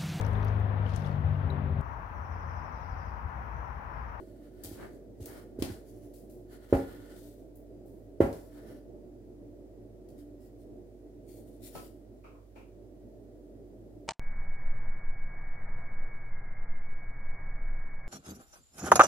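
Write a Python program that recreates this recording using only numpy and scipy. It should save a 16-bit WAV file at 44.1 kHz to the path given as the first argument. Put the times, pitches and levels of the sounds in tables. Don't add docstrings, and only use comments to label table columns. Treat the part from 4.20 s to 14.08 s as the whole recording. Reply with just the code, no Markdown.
import sys
import numpy as np
from scipy import signal
from scipy.fft import rfft, irfft
from scipy.io import wavfile
from scipy.ndimage import uniform_filter1d

SR = 44100
rng = np.random.default_rng(int(sys.argv[2]) if len(sys.argv) > 2 else 0)


def master_out(mix):
    frames = np.transpose(np.atleast_2d(mix))
    ceiling = np.clip(frames, -1, 1)
    pcm = np.round(ceiling * 32767).astype(np.int16)
    wavfile.write(sys.argv[1], SR, pcm)


N = 435695
T = np.arange(N) / SR
AGE = T[:SR]
SIDES = np.array([[1], [-1]])


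def undb(db):
    return 10 ** (np.asarray(db) / 20)


def pan(left_db):
    return undb(SIDES * left_db / 2)


def add(out, start_s, x):
    i = int(start_s * SR)
    out[:, max(i, 0):i + x.shape[-1]] += x[..., max(-i, 0):N - i]


def colour(x, spectrum, tilt_db_per_oct=0):
    hz, db = np.transpose(spectrum)
    knots = np.log2(hz)
    octave = np.log2(np.maximum(np.fft.rfftfreq(x.shape[-1], 1 / SR), hz[0] / 4))
    bass_cut_db = 4.5 * np.maximum(knots[0] - octave, 0)
    gain = undb(np.interp(octave, knots, db) + tilt_db_per_oct * octave - bass_cut_db)
    return irfft(rfft(x) * gain / np.sqrt(np.mean(gain ** 2)), x.shape[-1])


def treble(x):
    return signal.sosfilt(signal.butter(2, 520, "high", fs=SR, output="sos"), x)


def walk(rate_hz):
    hold = int(SR / rate_hz)
    steps = np.repeat(rng.standard_normal(N // hold + 1), hold)
    drift = uniform_filter1d(uniform_filter1d(steps, hold), hold)[:N]
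    return drift / drift.std()


def grains(size, spread_db):
    strength = np.repeat(undb(spread_db * rng.standard_normal(size // 16 + 1)), 16)[:size]
    clicks = (rng.standard_normal((2, size)) + 0.31 * rng.standard_normal(size)) * strength
    return clicks / clicks.std()


def kitchen(x, wet_db, t60_s):
    mid, side = rng.standard_normal((2, SR))
    onset = np.clip(AGE / 0.006 - 1, 0, 1)
    tail = (mid + 0.76 * treble(side) * SIDES) * undb(-60 * AGE / t60_s) * onset
    tail /= np.sqrt(np.sum(tail ** 2) / 2)
    return x + undb(wet_db) * signal.fftconvolve(x, tail, axes=1)[:, :N]


def bowl_echoes(x, gain, count=5):
    out = x.copy()
    for channel, direct in zip(out, x):
        for lag, sign in zip(rng.integers(8, 90, count), rng.choice([-1, 1], count)):
            channel[lag:] += gain * sign * direct[:-lag]
    return out / np.sqrt(1 + count * gain ** 2)


# (frequency [Hz], relative level [dB])
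AIR_SPECTRUM = [(25, -18.5), (60, -12.5), (80, -23.5), (110, -2), (160, -12), (250, -2.5), (380, -1),
                (520, -10), (640, -10.5), (780, -23), (1050, -37), (1900, -41.5), (2800, -46),
                (15500, -48.5)]
# (frequency [Hz], level [dB], unsteadiness [0-1])
HUM_TONES = [(49.5, -57, 0.02), (95.2, -67.5, 0.4), (107.6, -64, 0.94), (209.5, -75.5, 1),
             (294.4, -58, 0.98), (361.2, -60, 1), (483, -71.5, 0.81), (587, -69.5, 0.92),
             (643, -72.5, 0.98), (1920, -96, 0.94), (4820, -100, 0.93)]


def appliance(air_db=-53, waver_hz=19, dip_s=8.26, dip_width_s=0.28, dip_db=-9.5):
    mid, side = colour(rng.standard_normal((2, N)), AIR_SPECTRUM) * undb(air_db)
    lowpass = signal.butter(2, 1000, fs=SR, output="sos")
    low_mid, low_side = signal.sosfiltfilt(lowpass, [mid, side])
    flutter = undb(1.3 * walk(rate_hz=18))
    rush = (low_mid + 0.43 * low_side * SIDES) * flutter * pan(-1.7)
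    hiss = (mid - low_mid + 1.23 * (side - low_side) * SIDES) * pan(0.068)
    mains = np.zeros(N)
    for hz, db, unsteady in HUM_TONES:
        waver = (walk(waver_hz) + 1j * walk(waver_hz)) / np.sqrt(2)
        phasor = np.sqrt(1 - unsteady ** 2) + unsteady * waver
        tone = np.sqrt(2) * undb(db) * np.real(phasor * np.exp(2j * np.pi * hz * T))
        if hz < 150:
            mains += tone
        else:
            rush += tone * pan(-1.5)
    drift_db = 0.75 * walk(rate_hz=4.6)
    shadow_db = dip_db * np.exp(-np.abs(T - dip_s) / dip_width_s)
    return rush * undb(drift_db + shadow_db) + hiss + mains * pan(-5.0)


# (time [s], level [dB], rise [s], fade [s], resonance [Hz], bandwidth [Hz], lift [dB])
LIGHT_TAPS = [(7.5515, -42, 0.00031, 0.028, 1300, 22, 11), (8.036, -61.5, 0.0056, 0.034, 2340, 240, 21.5),
              (8.04, -53, .005, 0.031, 1250, 111.1, 13.5), (8.145, -67, 0.0049, 0.025, 1120, 237.6, 19),
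              (8.353, -47.5, 0.0084, 0.031, 2340, 260, 9.5)]
# (frequency [Hz], relative level [dB])
TAP_SPECTRUM = [(200, 7), (600, 10.5), (1000, 0), (1350, -3), (1900, -12), (2700, -9), (3400, -18.5),
                (5000, -19), (10000, -25)]


def taps():
    out = np.zeros((2, N))
    for start_s, db, rise_s, fade_s, hz, width_hz, lift_db in LIGHT_TAPS:
        force = np.exp(-AGE / fade_s) * (1 - np.exp(-AGE / rise_s))
        contact = colour(rng.standard_normal((2, SR)), TAP_SPECTRUM) * force
        ring = signal.lfilter(*signal.iirpeak(hz, hz / width_hz, SR), contact)
        add(out, start_s, undb(db) * (contact + undb(lift_db) * ring))
    return kitchen(out * pan(0.82), wet_db=0, t60_s=0.31)


# (frequency [Hz], relative level struck at wall [dB], struck at base [dB], t60 [s])
BOWL_MODES = [(81.8, -2, -19, 0.4), (161, -2.5, -4.5, 0.18), (270.3, 3.5, -7, 0.22), (336, 7, 7, 0.08),
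              (367, 1.5, -6.5, 0.21), (418.8, 1, -12, 0.21), (446, -2.5, -17, 0.19), (549, 3, 0, 0.18),
              (640, -5, -14.5, 0.36), (712, -12, -41, 0.26), (765, 0.5, -7, 0.078), (803, -6.5, -11, 0.24),
              (865, -14, -16.5, 0.18), (988, -36, -19.5, 0.29), (1100, -41, -19, .28),
              (1336, -36, -29, 0.39), (1386, -21, -15.5, 0.15), (1430, -24, -39, 0.67),
              (1724, -32, -44, 0.82), (1980, -41, -18, 0.11)]
# (frequency [Hz], relative level [dB])
CLATTER_SPECTRUM = [(60, 2), (180, 1), (330, 6.5), (560, -4.5), (750, -3.5), (1100, -17), (2000, -22),
                    (2500, -28.5), (3000, -32), (5000, -47.5)]
# (time [s], blow [dB], push pitch [Hz], thud [dB], ring [dB], place [0 wall - 1 base])
BOWL_KNOCKS = [(.445, -37.5, 327, -44, -31.5, 0), (.513, -32, 299, -44, -34, 1),
               (1.001, -37, 280, -37.5, -44, 0), (1.387, -24.5, 334, -35, -30, 0.29),
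               (1.4209, -19, 306, -38, -17, 0.77), (1.5, -29.5, 227, -37, -29, 0.13),
               (2.525, -7, 410, -24.5, -3, 0), (4.003, -5, 412, -25, -1, 0.99),
               (7.5505, -33.5, 613, -74, -40, 1)]


def knocks():
    out = np.zeros((2, N))
    hz, wall_db, base_db, t60_s = np.transpose(BOWL_MODES)
    modes = np.sin(2 * np.pi * hz[:, None] * AGE) * undb(-60 * AGE / t60_s[:, None])
    thud_hz = 56 + 170 * np.exp(-AGE / 0.012)
    swell = AGE / 0.019
    thud = (swell * np.exp(1 - swell)) ** 3 * np.sin(2 * np.pi * np.cumsum(thud_hz) / SR)
    for start_s, blow_db, push_hz, thud_db, ring_db, place in BOWL_KNOCKS:
        cycles = (AGE - 0.003) * push_hz
        push = np.sin(2 * np.pi * cycles) * np.exp(-(cycles / 0.62) ** 2) * np.minimum(AGE / 0.0014, 1)
        ring = undb(wall_db + place * (base_db - wall_db) - 25) @ modes
        mid, side = colour(rng.standard_normal((2, SR)), CLATTER_SPECTRUM)
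        clatter = (mid + 1.16 * treble(side) * SIDES) * np.exp(-AGE / 0.045)
        body = (ring + undb(-23) * clatter) * np.minimum(AGE / 0.002, 1)
        add(out, start_s, undb(blow_db) * push * pan(-2.9) + undb(thud_db) * thud)
        add(out, start_s + 0.002926, undb(ring_db) * body * pan(-0.67))
    return kitchen(out, wet_db=-10, t60_s=0.52)


# (time [s], level [dB], fade [s], tilt [dB/octave])
FLOUR_CLUMPS = [(.436, -36.5, 0.0091, 4), (.446, -42.5, .016, -.5), (1.057, -39.5, 0.01, 3),
                (1.4226, -28.5, 0.0083, -5), (1.934, -57, 0.052, 2.5), (2.094, -62, 0.06, 2.5),
                (3.354, -54.5, .016, 10.5), (3.653, -67.5, 0.11, 5), (4.127, -46.5, 0.014, -4.5),
                (5.886, -62.5, .018, -0.5), (7.552, -45.5, 0.022, -6)]
# (frequency [Hz], relative level [dB])
FLOUR_SPECTRUM = [(500, -1.5), (1200, -16.5), (2000, -5), (2500, -8.5), (3100, -4), (3700, -3.5), (4600, 0),
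                  (6000, -3.5), (7600, 0), (9000, 0), (10500, 1.5), (12500, 0.5), (15500, -1.5)]


def falling_flour(shaken_rise_s=0.019, shaken_fade_s=0.03, shaken_tilt_db_per_oct=-2):
    out = np.zeros((2, N))
    clumps = [(start_s, db, 0.057 * fade_s, fade_s, tilt) for start_s, db, fade_s, tilt in FLOUR_CLUMPS]
    shaken = [(start_s, -42.5 + 0.18 * blow_db, shaken_rise_s, shaken_fade_s, shaken_tilt_db_per_oct)
              for start_s, blow_db, *_ in BOWL_KNOCKS]
    for start_s, db, rise_s, fade_s, tilt in clumps + shaken:
        burst = np.exp(-AGE / fade_s) * (1 - np.exp(-AGE / rise_s))
        powder = colour(grains(SR, spread_db=4.5), FLOUR_SPECTRUM, tilt)
        add(out, start_s, undb(db) * burst * bowl_echoes(powder, gain=0.091))
    return kitchen(out * pan(2.8), wet_db=-3, t60_s=0.31)


# (frequency [Hz], relative level [dB])
SCRAPE_SPECTRUM = [(400, 2), (800, -3.5), (1120, -16), (1370, -3), (1470, 3), (1600, -14), (1760, 2.5),
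                   (1880, -7), (2050, -6), (2450, -21), (3050, -9.5), (3600, -15.5), (4400, -13),
                   (6500, -31)]
# (frequency [Hz], relative level [dB])
CRUNCH_SPECTRUM = [(200, 11), (350, 13), (600, 9.5), (1000, 1), (1500, 2), (2200, -4), (2700, -15),
                   (5000, -33), (7000, -23), (12000, -38.5)]
# (depth [0-1], hiss [dB], scrape [dB], crunch [dB])
DEPTH_MIX = [(0, 0.5, -31.5, -24), (.5, -4.5, 1.5, -2), (.7, -2, -1.5, 0.5), (1, -19, -12, 1.5)]
# (peak time [s], length [s], level [dB], depth [0 loose powder - 1 packed dough])
SPOON_STROKES = [(.06, 0.32, -70.5, 0.42), (.25, 0.12, -70.5, 0.76), (0.52, 0.31, -66.5, 0.47),
                 (0.634, 0.097, -48.5, 1), (.72, 0.13, -72, .03), (1.051, 0.09, -64, .03),
                 (1.143, .15, -52.5, 0.81), (1.489, 0.15, -51, 0.92), (1.69, 0.054, -68.5, .05),
                 (1.79, 0.27, -68.5, 0.27), (2.338, 0.083, -61, 0.45), (2.439, 0.071, -67, 0.57),
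                 (2.675, 0.34, -58, 0.59), (2.912, 0.13, -66, .5), (3.03, 0.27, -60, 0.21),
                 (4.184, 0.18, -60.5, 0.085), (4.373, 0.1, -60, 0.77), (4.513, 0.14, -63.5, 0.61),
                 (6.004, 0.081, -65.5, 0.3), (6.244, 0.076, -67, 0.15), (6.417, .07, -73.5, .03),
                 (7.136, 0.13, -65.5, 0.066), (7.28, 0.22, -70.5, 0), (7.461, 0.067, -51, 0),
                 (7.57, .1, -52.5, 0.27), (7.663, 0.056, -57, 0.13)]


def stirring(rise_share=0.52, lead_s=0.5):
    out = np.zeros((2, N))
    from_peak_s = AGE - lead_s
    share = np.where(from_peak_s < 0, rise_share, 1 - rise_share)
    powder = colour(grains(N + SR, spread_db=2.5), FLOUR_SPECTRUM)
    scrape = colour(grains(N + SR, spread_db=3), SCRAPE_SPECTRUM)
    crunch = colour(grains(N + SR, spread_db=3), CRUNCH_SPECTRUM)
    depths, *layers_db = np.transpose(DEPTH_MIX)
    for peak_s, length_s, db, depth in SPOON_STROKES:
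        hiss_db, scrape_db, crunch_db = (db + np.interp(depth, depths, layer) for layer in layers_db)
        pressure = np.exp(-(from_peak_s / length_s / share) ** 2)
        span = slice(int(peak_s * SR), int(peak_s * SR) + SR)
        hiss = undb(hiss_db) * bowl_echoes(powder[:, span], gain=0.44) * pan(4.1)
        rub = (undb(scrape_db) * scrape[:, span] + undb(crunch_db) * crunch[:, span]) * pan(1.0)
        add(out, peak_s - lead_s, pressure * (hiss + rub))
    stick_slip = undb(2.0 * walk(rate_hz=45))
    return kitchen(out * stick_slip, wet_db=-8, t60_s=0.46)


def scene():
    return knocks() + falling_flour() + stirring() + taps() + appliance()


def record(dry):
    return signal.sosfilt(signal.ellip(10, 0.2, 70, 15800, fs=SR, output="sos"), dry)


dry = scene()
out = record(dry)
master_out(out)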